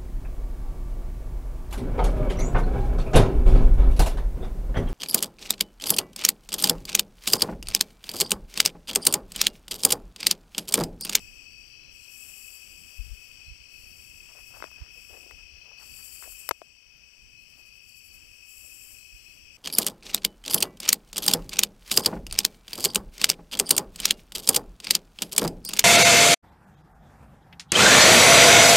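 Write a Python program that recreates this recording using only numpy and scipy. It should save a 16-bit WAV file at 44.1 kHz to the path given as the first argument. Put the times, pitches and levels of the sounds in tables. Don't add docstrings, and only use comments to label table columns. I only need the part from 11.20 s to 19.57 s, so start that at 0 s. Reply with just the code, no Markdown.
import sys
import numpy as np
from scipy import signal
from scipy.fft import rfft, irfft, next_fast_len
from scipy.io import wavfile
from scipy.ndimage import uniform_filter1d

SR = 44100
rng = np.random.default_rng(int(sys.argv[2]) if len(sys.argv) > 2 else 0)


def ratio(d):
    e = np.asarray(d, float) / 20
    return 10 ** e


def transcribe(signal):
    frames = np.atleast_2d(signal).T
    limited = np.clip(frames, -1, 1)
    pcm = np.round(limited * 32767).astype(np.int16)
    wavfile.write(sys.argv[1], SR, pcm)


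N = 369116
TIME = np.arange(N) / SR
TOP_HZ = 15730

# pitch_hz, pitch_spread_hz, chirps_per_s, chirp_rate_spread (0-1),
# sounding_share of each cycle (0-1), level_db
CROWDS = [(2588.5, 38, 46, .15, .62, -48), (2414, 120, 50, .3, .5, -60), (2985, 130, 60, .3, .5, -59.5),
          (4708, 36, 45, .12, .65, -60.5), (4560, 90, 43, .12, 0.5, -62.5), (5576, 140, 72, 0.02, .4, -55),
          (5090, 160, 65, .2, .4, -62.5), (6040, 200, 60, 0.3, 0.5, -66)]
SINGERS = 20
COARSE = 16
# pitch_hz, chirps_per_s, sounding_share (0-1), level_db
EVEN_SINGER = (2984, 86.4, .55, -66)

# start_s, length_s, first_pitch_hz, level_db
TRILLS = [(0.21, 0.34, 4560, -54.5), (0.303, .30, 4700, -59), (1.166, 0.47, 4625, -56),
          (2.035, 0.26, 4560, -58.5), (2.532, 0.34, 4540, -57.5), (3.195, .30, 4580, -64),
          (3.699, 0.27, 4800, -66), (4.573, 0.264, 4560, -52), (4.719, .31, 4635, -52.5),
          (4.898, 0.23, 4360, -62), (6.304, 0.51, 4640, -62.5), (6.689, 0.25, 4560, -55.5),
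          (6.925, 0.029, 4400, -62), (6.95, .2, 5030, -73)]
TRILL_RATE, CLIMB_HZ_PER_S = 42, 170
# start_s, level_db
LOW_TRILLS = [(.478, -63), (2.23, -64), (4.26, -65), (6.15, -69), (7.716, -66)]
LOW_HZ, LOW_S, LOW_RATE = 4180, 0.404, 50
# start_s, end_s, pitch_hz, level_db
SQUEAKS = [(3.505, 3.524, 14850, -53), (3.533, 3.545, 14800, -53), (3.553, 3.578, 14950, -62),
           (3.604, 3.619, 14750, -59), (3.52, 3.575, 10840, -58.5), (5.760, 5.785, 14850, -59.5)]

# first_stroke_s, end_s, level_db, wing_over_hiss_db, throb_depth (0-1)
SONGS = [(-.60, -0.03, -50, 1, .05), (0.062, 0.49, -64, 3.5, 0.24), (0.751, 2.044, -53, 1.5, 0.26),
         (0.932, 1.368, -46.5, 0.5, 0.06), (1.517, 2.088, -54.5, -1.5, 0.2), (2.102, 2.44, -66, 6, 0.2),
         (2.525, 2.843, -53.5, -2, 0.2), (2.803, 3.44, -55.5, 1.5, 0.18), (3.2, 3.407, -51, -3.5, 0.64),
         (3.742, 4.016, -54.5, -.5, 0), (4.633, 5.157, -48.5, 0, 0), (4.771, 5.246, -42.5, -0.5, 0.48),
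         (5.866, 6.19, -64.5, 5, 0.17), (6.22, 6.618, -56, -1, 0.5), (6.693, 6.95, -48, -9, 0.9),
         (6.66, 7.31, -55.5, 1.5, 0), (7.296, 7.74, -45, 0, 0.16), (7.803, 8.18, -56, 0, 0.2),
         (8.365, 8.6, -55, 5.5, 0.2)]
# frequency_hz, level_db
HISS = [(5800, -39.5), (6600, -4.5), (8000, -8.5), (9150, -5.5), (10000, -3), (11400, 0.5), (13000, -3),
        (15000, -4.5), (15700, -6)]
# frequency_hz, level_db
WING = [(6200, -27.5), (6800, -14.5), (7400, -2), (7800, 0.5), (8200, -1.5), (8700, -10), (9300, -33.5)]
STROKE_S, STROKE_WIDTH_S = 0.0857, 0.022
ONSET_S, SWELL_DB, SWELL_S, TIRE_DB_PER_S = 0.067, -4.5, 0.064, -5.5
# hiss_db_per_s, wing_db_per_s
FADE_DB_PER_S = (-66, -41)
ECHO_DB, ECHO_DB_PER_S = -10, -28
WOODS_T60_S, WOODS_DB = 0.82, -5

# start_s, peak_db, strongest_ring_hz, left_minus_right_db, crack_db
TICKS = [(3.4030, -32, 1100, 30, -30), (3.4244, -18, 1420, 45, -40), (3.4412, -19.5, 960, 42, -19),
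         (3.515, -40, 1300, 25, -30), (3.585, -43.5, 1200, 16, -30), (3.617, -47, 1500, 6, -36),
         (3.663, -43, 1580, 17, -30), (3.908, -52, 600, 20, -30), (3.947, -41, 790, 28, -25),
         (4.1105, -28.5, 2010, 32, -14), (4.808, -47, 1630, 14, -30), (5.025, -30, 1600, 29, -22),
         (5.076, -39, 600, 19, -30), (5.123, -40, 1750, 18, -30), (5.4175, -28, 710, 18, -14),
         (5.566, -58, 1500, 4, -14), (6.991, -56, 1520, 10.5, -7), (8.175, -62, 1100, 15, -5)]
# start_s, peak_db, strongest_ring_hz, left_minus_right_db, crack_db
SNAP = [
    (5.2906, -11.5, 1770, 10, -4),
    (5.3104, -7, 1250, 19, -16.5),
    (5.3127, -9, 1010, 18, -11),
]
# pitch_hz, level_db, ring_time_s
SNAP_RING = (12130, -14, 0.013)
# pitch_hz, ring_time_s
CASE = [(415, 0.011), (655, 0.019), (1050, 0.0084), (1260, 0.0065), (1500, 0.0066), (1990, 0.0085),
        (2500, 0.0018), (3300, 0.0027)]
CRACK_RATIO = 7.1
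# middle_s, length_s, level_db, centre_hz
RUSTLE = [(3.106, 0.04, -59.5, 900), (3.176, 0.042, -55, 600), (3.181, 0.049, -56.5, 1500),
          (3.355, 0.087, -53.5, 960), (3.457, 0.044, -52, 1090), (3.60, .14, -60, 1300),
          (3.78, 0.056, -63, 500), (3.944, .08, -51.5, 490), (3.934, 0.089, -60, 1500),
          (4.042, 0.091, -57, 474), (4.118, 0.037, -55, 504), (4.202, 0.037, -60, 1380),
          (4.497, 0.11, -62, 700), (4.612, .07, -58.5, 1110), (4.809, 0.047, -62, 1500),
          (5.043, 0.039, -51, 1520), (5.059, 0.074, -58.5, 494), (5.358, 0.083, -76, 900),
          (6.402, 0.048, -65.5, 690), (7.444, 0.019, -63, 420)]
# middle_s, length_s, peak_db, swing_hz, port (0 left, 1 right)
PUFFS = [(1.805, 0.027, -22.5, 56, 0), (1.855, 0.081, -36.5, 55.4, 0), (1.92, .05, -28.5, 41.1, 0),
         (1.984, .03, -48, 40, 0), (2.114, 0.068, -61, 55.6, 0), (3.921, .03, -47, 60.2, 0),
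         (4.146, 0.039, -44.5, 48.8, 0), (4.24, 0.068, -47, 49.1, 0), (4.34, .04, -47, 50, 0),
         (4.538, .03, -59, 55.4, 0), (5.055, 0.069, -54, 60, 0), (6.041, .05, -52, 45.5, 0),
         (7.436, 0.011, -50, 59.8, 0), (2.287, .03, -38, 59.5, 1), (2.319, .035, -35, 58.4, 1),
         (2.414, 0.041, -48, 55, 1), (3.621, 0.0215, -28.5, 60.3, 1), (5.315, 0.0095, -35, 75, 0),
         (4.939, .04, -49, 54, 1), (5.112, .12, -48, 50.2, 1), (7.949, .04, -42, 47.4, 1)]

# frequency_hz, level_db (per Hz)
OPEN_FLOOR = [(15, -102), (60, -91), (200, -101), (500, -96), (900, -101), (2000, -97), (3200, -95),
              (3700, -105), (4250, -103), (5000, -90), (6500, -101), (7800, -103), (9300, -111),
              (12000, -108)]
# frequency_hz, level_db (per Hz)
COVERED_FLOOR = [(10, -86), (40, -76), (70, -78), (150, -88), (400, -97), (800, -110), (2000, -112),
                 (4000, -121), (5100, -127), (6400, -136), (7300, -128), (8300, -134), (10500, -125),
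                 (15000, -128)]
# frequency_hz, gain_db
COVER = [(1500, -25), (2600, -33), (3200, -36), (4700, -26), (5050, -36), (5500, -24), (5900, -28),
         (6300, -50), (7200, -42), (8000, -56), (9600, -40), (10800, -24), (12000, -37), (15500, -48)]
# slow_drop_db, slow_recovery_s, quick_drop_db, quick_recovery_s
DUCK = (-6.5, 2, -3, 0.06)
TURN_DB = -7


def level(x, db):
    return x * ratio(db) / np.sqrt(np.mean(x ** 2))


def colour(x, table):
    hz, db = np.transpose(table)
    size = next_fast_len(N, True)
    f = np.arange(size // 2 + 1) * SR / size + 1
    gain = ratio(np.interp(np.log(f), np.log(hz), db)) * (f < TOP_HZ)
    return irfft(rfft(x, size) * gain, size)[:N]


def walk(rate, size=N, sr=SR):
    hold = int(sr / rate)
    steps = np.repeat(rng.standard_normal(size // hold + 1), hold)
    return 1.3 * uniform_filter1d(uniform_filter1d(steps, hold), hold)[:size]


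def add(out, x, s):
    i = max(int(s * SR), 0)
    out[..., i:i + x.shape[-1]] += x[..., :N - i]


def wings(hz, off_hz, rate, share, sr=SR, sag=0.017, wobble=.03, slip=.2):
    pace = rate * (1 + wobble * walk(6, size=len(off_hz), sr=sr))
    turns = rng.random() + np.cumsum(pace) / sr
    cycle = np.minimum(turns % 1 / np.clip(share, .3, .95), 1)
    start = slip * rng.standard_normal(int(turns[-1]) + 1)[turns.astype(int)]
    sagging_hz = (cycle < 1) * sag * hz * (cycle - .5)
    phase = start + np.cumsum(off_hz - sagging_hz) / sr
    return np.sin(np.pi * cycle) ** 2 * np.exp(2j * np.pi * phase)


def chorus():
    out = np.zeros(N)
    size, sr = next_fast_len(N // COARSE + 1), SR / COARSE
    for hz, spread_hz, rate, scatter, share, db in CROWDS:
        crowd = np.zeros(size, complex)
        for _ in range(SINGERS):
            swell = ratio(2.76 * walk(2.504, size=size, sr=sr))
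            off_hz = spread_hz * (rng.standard_normal() + .3 * walk(1.2, size=size, sr=sr))
            own_rate = rate * (1 + scatter * rng.uniform(-1, 1))
            crowd += swell * wings(hz, off_hz, own_rate, share, sr=sr)
        fine = signal.resample(crowd, size * COARSE)[:N]
        out += level(np.real(fine * np.exp(2j * np.pi * hz * TIME)), db)
    hz, rate, share, db = EVEN_SINGER
    even = wings(hz, np.full(N, 1. * hz), rate, share, sag=0, wobble=.006, slip=.03)
    return out + level(even.real, db) * ratio(4.9 * walk(1.0))


def soloists():
    near, far = np.zeros((2, N))
    for t0, length, hz, db in TRILLS:
        n = int(length * SR)
        rising_hz = hz + CLIMB_HZ_PER_S * TIME[:n]
        song = wings(hz, rising_hz, TRILL_RATE, 0.82, sag=.008, wobble=.015, slip=0.08).real
        song = song * ratio(1.4 * walk(25, size=n))
        add(near, level(song, db + 0.21) * signal.windows.tukey(n, .1), t0)
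    for t0, db in LOW_TRILLS:
        n = int(LOW_S * SR)
        song = wings(LOW_HZ, LOW_HZ + 8 * walk(8, size=n), LOW_RATE, 0.73, sag=.01, slip=.12).real
        song = song * ratio(2.7 * walk(20, size=n))
        blurred = song + 0.43 * np.roll(song, int(.012 * SR))
        add(far, level(blurred, db) * signal.windows.tukey(n, .15), t0)
    for t0, t1, hz, db in SQUEAKS:
        n = int((t1 - t0) * SR)
        phase = 2 * np.pi * np.cumsum(hz + 60 * walk(150, size=n)) / SR
        add(near, ratio(db) * np.hanning(n) * np.sin(phase), t0)
    return near, far


def katydids():
    t = TIME[::COARSE]
    power = np.zeros((2, len(t)))
    for t0, t1, db, wing_db, depth in SONGS:
        age, over = np.clip(t - t0, 0, t1 - t0), np.maximum(t - t1, 0)
        from_stroke_s = (((t - t0) / STROKE_S + .5) % 1 - .5) * STROKE_S
        stroke = np.exp(-(from_stroke_s / STROKE_WIDTH_S) ** 2) * np.clip(1 - over / ONSET_S, 0, 1)
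        throb = 1 - np.clip(depth, 0, 1) * (1 - stroke)
        effort_db = db + SWELL_DB * np.exp(-age / SWELL_S) + TIRE_DB_PER_S * age
        effort = np.clip((t - t0) / ONSET_S + 1, 0, 1) * ratio(effort_db)
        echo = ratio(ECHO_DB + ECHO_DB_PER_S * over)
        fade = np.maximum(ratio(np.outer(FADE_DB_PER_S, over)), echo)
        power += (effort * throb * fade * ratio(np.array([[0], [wing_db]]))) ** 2
    hiss, wing = (np.interp(TIME, t, np.sqrt(p)) * ratio(0.46 * walk(14)) for p in power)
    clicks = rng.standard_normal((4, N)) * ratio(0.48 * walk(200))
    ports = []
    for a, b in (clicks[:2], clicks[2:]):
        ports.append(level(colour(a, HISS), 0) * hiss + level(colour(b, WING), 0) * wing)
    return ports


def woods(x):
    t = TIME[:int(WOODS_T60_S * SR)]
    tail = rng.standard_normal(len(t)) * np.exp(-np.log(1000) * t / WOODS_T60_S)
    wet = signal.fftconvolve(x, tail / np.sqrt(np.sum(tail ** 2)))[:N]
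    return (x + ratio(WOODS_DB) * wet) / np.hypot(1, ratio(WOODS_DB))


def ticks_and_snap():
    out, t = np.zeros((2, N)), TIME[:2048]
    mode_hz, mode_t60 = np.transpose(CASE)[:, :, None]
    soft_start = 1 - np.exp(-t / 0.00014)
    for s, db, hz, pan_db, crack_db in list(TICKS) + list(SNAP):
        crack_hz = CRACK_RATIO * hz
        struck = ratio(-11 * np.abs(np.log2(mode_hz / hz)))
        edges_hz = [crack_hz / 3.23, min(crack_hz * 1.06, .4 * SR)]
        band = signal.butter(2, edges_hz, "band", fs=SR, output="sos")
        for port, gain_db, crack_gain_db in ((0, 0.0037, -4.5), (1, -pan_db, -21.5)):
            phase = 2 * np.pi * (mode_hz * t + 0.072 * rng.standard_normal(mode_hz.shape))
            ring = np.sum(struck * np.sin(phase) * np.exp(-np.log(1000) * t / mode_t60), axis=0)
            crack = signal.sosfilt(band, rng.standard_normal(len(t)))
            crack = crack * np.exp(-np.log(1000) * t / 0.0069)
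            tick = ring / np.abs(ring).max() + 2 * ratio(crack_db + crack_gain_db) * crack
            sign = 2 * port - 1
            add(out[port], sign * ratio(db + 5.0 + gain_db) * soft_start * tick, s + port * 0.0004)
    hz, db, t60 = SNAP_RING
    add(out[0], ratio(db) * np.sin(2 * np.pi * hz * t) * np.exp(-np.log(1000) * t / t60), SNAP[0][0])
    return out


def rustle():
    out = np.zeros((2, N))
    for s, length, db, hz in RUSTLE:
        n = int(2 * length * SR)
        grains = rng.standard_normal(n) * ratio(4.3 * walk(180, size=n))
        band = signal.butter(2, [hz / 1.9, hz * 1.52], "band", fs=SR, output="sos")
        burst = level(signal.sosfilt(band, grains), db) * np.hanning(n)
        add(out, burst * ratio(np.array([[.8], [-26]])), s - length)
    return out


def fingers():
    no_bass = signal.butter(4, 310, "high", fs=SR, output="sos")
    return signal.sosfilt(no_bass, ticks_and_snap() + rustle())


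def puffs():
    out = np.zeros((2, N))
    for s, length, db, hz, port in PUFFS:
        t = np.arange(-2 * length, 2 * length, 1 / SR)
        wavering_hz = hz * (1 + 0.172 * walk(39.6, size=len(t)))
        phase = 2 * np.pi * (np.cumsum(wavering_hz) / SR + rng.random())
        swing = np.sin(phase + 0.35 * np.sin(phase)) + 0.014 * np.sin(4.3 * phase)
        add(out[int(round(port))], ratio(db) * swing * np.exp(-(2 * t / length) ** 2), s - 2 * length)
    return out


def still_air():
    noise = rng.standard_normal((2, N)) * np.sqrt(SR / 2)
    left = colour(noise[0] * ratio(1.4 * walk(12)), OPEN_FLOOR)
    right = colour(noise[1] * ratio(2.3 * walk(9)), COVERED_FLOOR)
    return np.array([left, right])


def scene():
    slow_db, slow_s, quick_db, quick_s = DUCK
    snap_s = SNAP[0][0]
    snapped, after = TIME > snap_s, np.maximum(TIME - snap_s, 0)
    duck = ratio(snapped * (slow_db * np.exp(-after / slow_s) + quick_db * np.exp(-after / quick_s)))
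    crowd = chorus()
    solo, far = soloists()
    buzz, covered_buzz = katydids()
    left = duck * (woods(crowd) + buzz) + 0.33 * solo + 0.55 * woods(solo) + woods(far)
    behind_cover = duck * (woods(crowd) + covered_buzz) + woods(solo + far)
    right = colour(behind_cover, COVER) * ratio(TURN_DB * snapped)
    return np.array([left, right]) + fingers() + puffs() + duck * still_air()


def top_cut(x):
    return signal.sosfilt(signal.butter(12, 17150, fs=SR, output="sos"), x)


def record(dry):
    top = signal.ellip(5, .3, 20, TOP_HZ, fs=SR, output="sos")
    mix = signal.sosfilt(top, dry)
    return top_cut(mix)


dry = scene()
out = record(dry)
transcribe(out)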